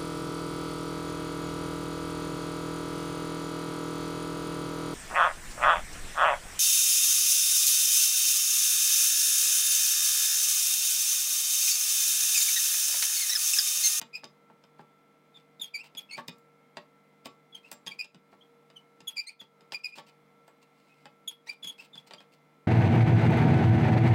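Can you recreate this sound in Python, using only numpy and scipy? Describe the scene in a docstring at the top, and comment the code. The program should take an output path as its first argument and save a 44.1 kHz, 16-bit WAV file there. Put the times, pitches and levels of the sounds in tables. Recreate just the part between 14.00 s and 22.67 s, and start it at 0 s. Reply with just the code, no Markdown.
"""Short squeaks, scrapes and knocks over a faint machine hum in a small room.
A circuit card is rocked in and out of its edge connector inside a metal instrument chassis.
The spring contacts stick, slip and snap; the card knocks against its guides and seat.
Gain control ducks on the loud squeaks."""
import sys
import numpy as np
from scipy import signal
from scipy.fft import rfft, irfft
from scipy.io import wavfile
from scipy.ndimage import uniform_filter1d

SR = 44100
rng = np.random.default_rng(int(sys.argv[2]) if len(sys.argv) > 2 else 0)


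def bounce(signal):
    """Save signal as a 16-bit WAV file at the path given by the first command-line argument."""
    frames = np.transpose(np.atleast_2d(signal))
    limited = np.clip(frames, -1, 1)
    pcm = np.round(limited * 32767).astype(np.int16)
    wavfile.write(sys.argv[1], SR, pcm)


N = 382344
TIME_S = np.arange(N) / SR

# Contact stick-slip. Each row: start in seconds, length in seconds, pitch in Hz, glide in Hz, level in dB.
SQUEAK_EVENTS = [ (0.128, 0.026, 2470, 18, -42.5), (0.143, 0.03, 2488, -17, -36),
                 (1.339, 0.042, 3585, -180, -51.5), (1.596, 0.0089, 3600, 0, -43.5),
                 (1.608, 0.047, 3346, -360, -30), (1.736, 0.04, 2310, -84, -32.5),
                 (1.774, 0.05, 2500, 447, -45), (1.967, 0.026, 3320, -130, -33.5),
                 (2.087, .04, 2600, -200, -50), (2.104, 0.057, 2210, 190, -37),
                 (3.52, 0.027, 3360, 40, -55.5), (3.546, .015, 3178, -50, -40.5),
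                 (3.627, 0.061, 2650, 320, -60), (3.872, 0.012, 3244, -80, -35),
                 (3.907, 0.019, 2354, -100, -39.5), (3.985, 0.039, 2447, -10, -31.5),
                 (4.021, 0.031, 2697, -150, -49), (4.407, 0.023, 3240, 60, -58),
                 (4.757, 0.029, 3026, -370, -47.5), (5.07, 0.026, 3297, -110, -30),
                 (5.158, 0.059, 2345, -6, -28.5), (5.261, 0.038, 2130, 380, -32),
                 (5.393, 0.029, 3384, -300, -40.5), (5.733, 0.034, 2422, -130, -36),
                 (5.833, .04, 2440, -220, -32), (5.915, .039, 2440, 40, -46.5),
                 (6.882, 0.064, 2550, 80, -68), (7.274, 0.022, 3315, -210, -31),
                 (7.466, 0.022, 1960, 406, -40), (7.483, 0.024, 2330, 55, -36.5),
                 (7.624, 0.035, 3376, -120, -37.5), (7.66, 0.043, 3266, 0, -35.5),
                 (7.784, 0.027, 2616, 247, -47.5), (7.926, 0.038, 3460, -340, -52),
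                 (7.973, 0.014, 3330, 123, -45), (8.179, 0.021, 3270, 40, -53.5)]
# Radiation of the springs. Each row: frequency in Hz, gain in dB.
SPRING_RESPONSE = [(1850, -6.5), (2130, -15.5), (2350, 1), (3400, -0.5), (4400, 5.5), (5000, 6.5),
                   (6700, -3.5), (7300, -1.5), (8700, 9.5), (10000, -2), (15000, 7)]
# Card hits guides and seat. Each row: start in seconds, clack in dB, tick and thump in dB over the clack.
KNOCK_EVENTS = [(0.0145, -43, 8, -14), (0.2347, -41, -25, -25), (0.2424, -60, 19, 6.5),
                (0.4995, -52, -40, -9.5), (0.6384, -56, -4, -11), (0.7936, -45.5, -27, -12),
                (1.3698, -59, -7, -5), (1.598, -66, 9, 7), (1.95, -57, 8.5, -2),
                (2.1785, -36.5, -13.5, -17), (2.1862, -34.5, -33, -34), (2.2826, -43.5, 7.5, -3.5),
                (2.77, -38, -4.5, -18), (3.257, -39, -5, -13.5), (3.716, -42, -4, -20.5),
                (3.8645, -52.5, 11, 0.5), (3.87, -42.5, 6, -28), (4.0446, -50.5, 11, -11),
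                (4.146, -53.5, 4, 1), (4.327, -46.5, -54, -16), (4.701, -55, -5, -31),
                (5.005, -58.5, 9, 0.5), (5.4124, -47.5, 0, -5.5), (5.6079, -60.5, 2.5, -6),
                (5.7211, -43.5, 8.5, -13.5), (5.9761, -43, -17, -13), (5.9839, -37, -5, -24),
                (6.479, -51, -18, -21), (7.0558, -45, -7.5, -17), (7.6451, -55, 14.5, -3.5),
                (7.9548, -53.5, 4, -7), (8.109, -42, -9.5, -22), (8.1358, -48.5, 6, -13),
                (8.2045, -48.5, -7, -23)]
# A spring snaps over the card's edge. Each row: start in seconds, level in dB.
SNAP_EVENTS = [(0.0151, -39), (2.2794, -38.5), (2.3836, -56), (3.257, -40), (3.715, -29.5), (3.7283, -35.5),
               (6.479, -52.5)]
# Force of a snap. Each row: frequency in Hz, gain in dB.
SNAP_SPECTRUM = [(1300, -46), (5000, -15.5), (12000, 4.5)]
# Dense crack of a blow. Each row: frequency in Hz, octave-band gain in dB.
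CRACK_SPECTRUM = [(150, 7), (300, -2.5), (600, 1.5), (1200, -3.5), (2400, 5), (4800, 7), (9600, 1.5),
                  (15000, -11)]
# Card and chassis modes. Each row: frequency in Hz, gain in dB, T60 in seconds.
BODY_MODES = [(135.9, 5, 0.38), (224.2, 13, 0.23), (268.7, 7, 0.11), (400.7, 2.5, 0.19), (485, -1, 0.21),
              (579, 3.5, 0.11), (853, 3, 0.098), (889, 6.5, 0.038), (1127, -2.5, 0.17), (1572, -0.5, 0.076),
              (1818, 0.5, 0.079), (2520, 2, 0.061), (3080, -7, 0.054), (3612, 8, 0.023), (4770, 10, 0.019),
              (5100, 5, 0.032), (7260, -5, 0.17), (8180, 5.5, 0.025)]
# Card slides on contacts and guides. Each row: start in seconds, length in seconds, level in dB.
SCRAPE_EVENTS = [(1.835, 0.04, -54), (3.25, 0.025, -51.5), (3.63, 0.07, -65), (3.78, 0.013, -71),
                 (5.722, 0.027, -44.5), (5.954, 0.045, -46.5), (6.065, 0.036, -57), (6.615, .024, -63.5),
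                 (6.74, 0.3, -70), (7.462, 0.075, -55.5), (7.78, 0.083, -56.5), (7.95, 0.072, -69),
                 (8.065, 0.02, -55), (8.15, 0.13, -81), (8.32, .036, -63)]
# Friction noise. Each row: frequency in Hz, relative density in dB.
FRICTION_SPECTRUM = [(120, -4.5), (650, -9), (880, 2), (1150, -10.5), (1900, -7), (2600, 0), (3500, -7),
                     (4800, -4), (6200, -14), (8200, -10.5), (10500, -22.5), (15000, -19.5)]
# Reflections off chassis walls and bench. Each row: delay in seconds, gain in dB.
EARLY_ECHOES = [(.0029, -15.5), (.0074, -14), (0.011, -11.5)]
# Mains hum and fan whine. Each row: frequency in Hz, RMS level in dB.
HUM_TONES = [(150.7, -73.5), (199.2, -75), (468.3, -70), (1270, -81.5), (1340, -71.5), (2056, -80.5),
             (2143, -79.5), (2261, -86), (2412, -87), (3214, -92.5), (3483, -90), (4016, -91)]
# Room noise. Each row: frequency in Hz, relative density in dB.
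AIR_SPECTRUM = [(30, -24), (90, -47), (112, -17), (135, -10.5), (280, 2), (340, -6), (620, -4.5),
                (950, -7.5), (1500, -15), (2200, -15.5), (3000, -21.5), (6500, -29.5), (15500, -33.5)]


def squeaks(firm_db=-32.5, sag_hz=135.4, jitter=0.02, beat_hz=120, flutter_db=4, brightening=0.77):
    """A contact spring sticks and slips; pressure flattens its pitch and strengthens its harmonics."""
    out = np.zeros(N)
    for start_s, length_s, pitch_hz, glide_hz, level_db in SQUEAK_EVENTS:
        progress, swell = stroke(length_s, fullness=0.6)
        size = len(progress)
        swell *= (1 - np.exp(-progress / 0.12)) ** 2   # vibration builds up
        push_db = level_db - firm_db
        bend_hz = sag_hz * from_db(push_db) * (2 * progress - 1) ** 2   # lowest in mid-slide
        hz = pitch_hz + glide_hz * (progress - 0.5) + bend_hz
        phase = 2 * np.pi * np.cumsum(hz * (1 + jitter * drift(867, size))) / SR
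        # a fast flutter that deepens through the squeak
        beating_tone = np.sin(phase + 2 * np.pi * (beat_hz * TIME_S[:size] + rng.random()))
        tone = (np.sin(phase) + 0.37 * progress * beating_tone) * from_db(db_at(SPRING_RESPONSE, hz))
        for k, harmonic_db in enumerate((-7, -14.5, -22.5, -30.5, -38.5), start=2):
            partial_db = harmonic_db + brightening * push_db + db_at(SPRING_RESPONSE, k * hz)
            partial_db += 3 * drift(92, size)
            tone += from_db(partial_db) * np.sqrt(swell) * np.sin(k * phase)
        grip = from_db(level_db + flutter_db * drift(220, size))
        rasp = 1 + 0.015 * drift(2300, size)
        add(out, start_s, grip * rasp * swell * tone * np.sqrt(2))
    return out


def blow_forces():
    """Start and force spectrum of each blow: a knock is thump, clack and tick; a snap is all treble."""
    for start_s, clack_db, hardness_db, weight_db in KNOCK_EVENTS:
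        thump_db, tick_db = clack_db + weight_db, clack_db + hardness_db
        yield start_s, [(220, thump_db), (800, clack_db), (1300, clack_db),
                        (5000, tick_db), (12000, tick_db - 27)]
    for start_s, level_db in SNAP_EVENTS:
        yield start_s, [(hz, level_db + force_db) for hz, force_db in SNAP_SPECTRUM]


def knocks_and_snaps(crack_db=-5, ring_db=-11, spread_db=3, rise_cycles=0.13, detune=0.026):
    """Each blow cracks, dying fastest in the treble, and rings the card and chassis modes."""
    out, t = np.zeros(N), TIME_S[:SR // 3]
    centres_hz = np.geomspace(160, 12500, 7)
    bands = [signal.butter(2, [hz / np.sqrt(2), hz * np.sqrt(2)], "band", fs=SR, output="sos")
             for hz in centres_hz]
    for start_s, force in blow_forces():
        blow = np.zeros(len(t))
        for hz, band in zip(centres_hz, bands):
            t60_s = 0.047 * (1000 / hz) ** 0.56
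            envelope = (1 - np.exp(-t * hz / rise_cycles)) * from_db(-60 * t / t60_s)
            burst = rng.standard_normal(len(t)) * envelope * np.sqrt(SR / hz / np.sqrt(2))
            band_db = crack_db + db_at(CRACK_SPECTRUM, hz) + db_at(force, hz)
            blow += from_db(band_db) * signal.sosfilt(band, burst)
        for mode_hz, mode_db, t60_s in BODY_MODES:
            hz = mode_hz * (1 + detune * rng.standard_normal())   # grip and seating shift the modes
            rise = 1 - np.exp(-t * hz / rise_cycles)
            level_db = ring_db + mode_db + db_at(force, hz) + spread_db * rng.standard_normal()
            blow += from_db(level_db - 60 * t / t60_s) * rise * np.sin(2 * np.pi * (hz * t + rng.random()))
        add(out, start_s, blow)
    return out


def scrapes(grains_per_s=12000, spread_db=2.5, gain_db=-5.5, chatter_db=4,
            run_on_s=0.029, lead_s=0.011, drag_s=0.035):
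    """Contacts slip over the pads in clumps of tiny grains, alone and under each squeak and knock."""
    under_squeaks = [(s, length_s + run_on_s, db - 21.5) for s, length_s, _, _, db in SQUEAK_EVENTS]
    under_knocks = [(s - lead_s, drag_s, db - 22) for s, db, *_ in KNOCK_EVENTS]
    pressure = np.zeros(N)
    for start_s, length_s, slide_db in SCRAPE_EVENTS + under_squeaks + under_knocks:
        _, swell = stroke(length_s, fullness=0.097)
        level_db = slide_db + gain_db + chatter_db * drift(276, len(swell))
        add(pressure, start_s, from_db(level_db) * swell)
    sizes = from_db(spread_db * np.minimum(rng.exponential(1, N), 4))
    signs = rng.choice([-1, 1], N)
    grains = unit_rms(sizes * signs * (rng.random(N) < grains_per_s / SR))
    return coloured(grains * pressure, FRICTION_SPECTRUM)


def room(x, treble_t60_s, wet_db, t60_s=0.17, split_hz=6000, build_s=0.0026):
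    """Close echoes and a diffuse tail whose treble dies first."""
    t = TIME_S[:SR // 2]
    noise = rng.standard_normal(len(t))
    dull = signal.sosfilt(signal.butter(2, split_hz, fs=SR, output="sos"), noise)
    bright = signal.sosfilt(signal.butter(2, split_hz, "high", fs=SR, output="sos"), noise)
    tail = dull * from_db(-60 * t / t60_s) + bright * from_db(-60 * t / treble_t60_s)
    tail *= 1 - np.exp(-t / build_s)
    response = from_db(wet_db) * tail / np.linalg.norm(tail)
    response[0] += 1   # direct sound
    for delay_s, echo_db in EARLY_ECHOES:
        response[round(delay_s * SR)] += from_db(echo_db)
    return signal.fftconvolve(x, response)[:N]


def air_and_hum(air_db=-66, waver_db=2.5, wander_hz=0.75):
    """Steady air noise with slightly wavering mains hum and fan whine."""
    out = from_db(air_db) * coloured(rng.standard_normal(N), AIR_SPECTRUM)
    for hz, level_db in HUM_TONES:
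        phase = 2 * np.pi * np.cumsum(hz + wander_hz * drift(7.2, N)) / SR
        out += from_db(level_db + waver_db * drift(6.4, N)) * np.sqrt(2) * np.sin(phase)
    return out


def gain_control(x, threshold_db=-34, slope=0.78, release_db_per_s=28, attack_s=0.0087, ahead_s=0.007):
    """Loud sounds pull the gain down fast; it creeps back."""
    power = uniform_filter1d(x[0] ** 2, SR // 250)
    level_db = 10 * np.log10(np.maximum(power, 1e-12))
    cut_db = slope * np.maximum(level_db - threshold_db, 0)
    release_db = release_db_per_s * TIME_S
    held_db = np.maximum.accumulate(cut_db + release_db) - release_db
    pole = np.exp(-1 / (attack_s * SR))
    smooth_db = signal.lfilter([1 - pole], [1, -pole], held_db)
    return x * from_db(-np.interp(TIME_S + ahead_s, TIME_S, smooth_db))


def stroke(length_s, fullness):
    """Progress 0-1 through a slide, and its pressure swell."""
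    progress = np.linspace(0, 1, max(int(length_s * SR), 8))
    return progress, np.abs(np.sin(np.pi * progress)) ** fullness


def drift(rate_hz, size):
    """Random curve with a spread of about 1."""
    return np.interp(np.arange(size) / SR * rate_hz, np.arange(4096), rng.standard_normal(4096))


def coloured(x, spectrum):
    """Shape white input at constant power."""
    gain = from_db(db_at(spectrum, np.linspace(0, SR / 2, N // 2 + 1)))
    return irfft(rfft(x) * unit_rms(gain), N)


def db_at(spectrum, hz):
    """Interpolate on a log-frequency axis."""
    points_hz, points_db = np.array(spectrum).T
    return np.interp(np.log(hz + 0.0011), np.log(points_hz), points_db)


def add(out, start_s, sound):
    start = max(round(start_s * SR), 0)
    out[start:start + len(sound)] += sound[:N - start]


def from_db(db):
    return 10 ** (np.asarray(db) / 20)


def unit_rms(x):
    return x / np.sqrt(np.mean(x ** 2) + 1e-20)


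def scene(low_cut_hz=116):
    """The card in the room, its deep bass removed by a steep zero-phase low cut, over air and hum."""
    card = room(squeaks(), treble_t60_s=0.15, wet_db=-9.5)
    card += room(scrapes() + knocks_and_snaps(), treble_t60_s=0.082, wet_db=-9)
    low_cut = signal.butter(6, low_cut_hz, "high", fs=SR, output="sos")
    return (signal.sosfiltfilt(low_cut, card) + air_and_hum())[None]


def record(dry, cutoff_hz=15950):
    """Gain control, then a steep low-pass."""
    low_pass = signal.ellip(12, 0.2, 80, cutoff_hz, fs=SR, output="sos")
    return signal.sosfilt(low_pass, gain_control(dry))


dry = scene()
out = record(dry)
bounce(out)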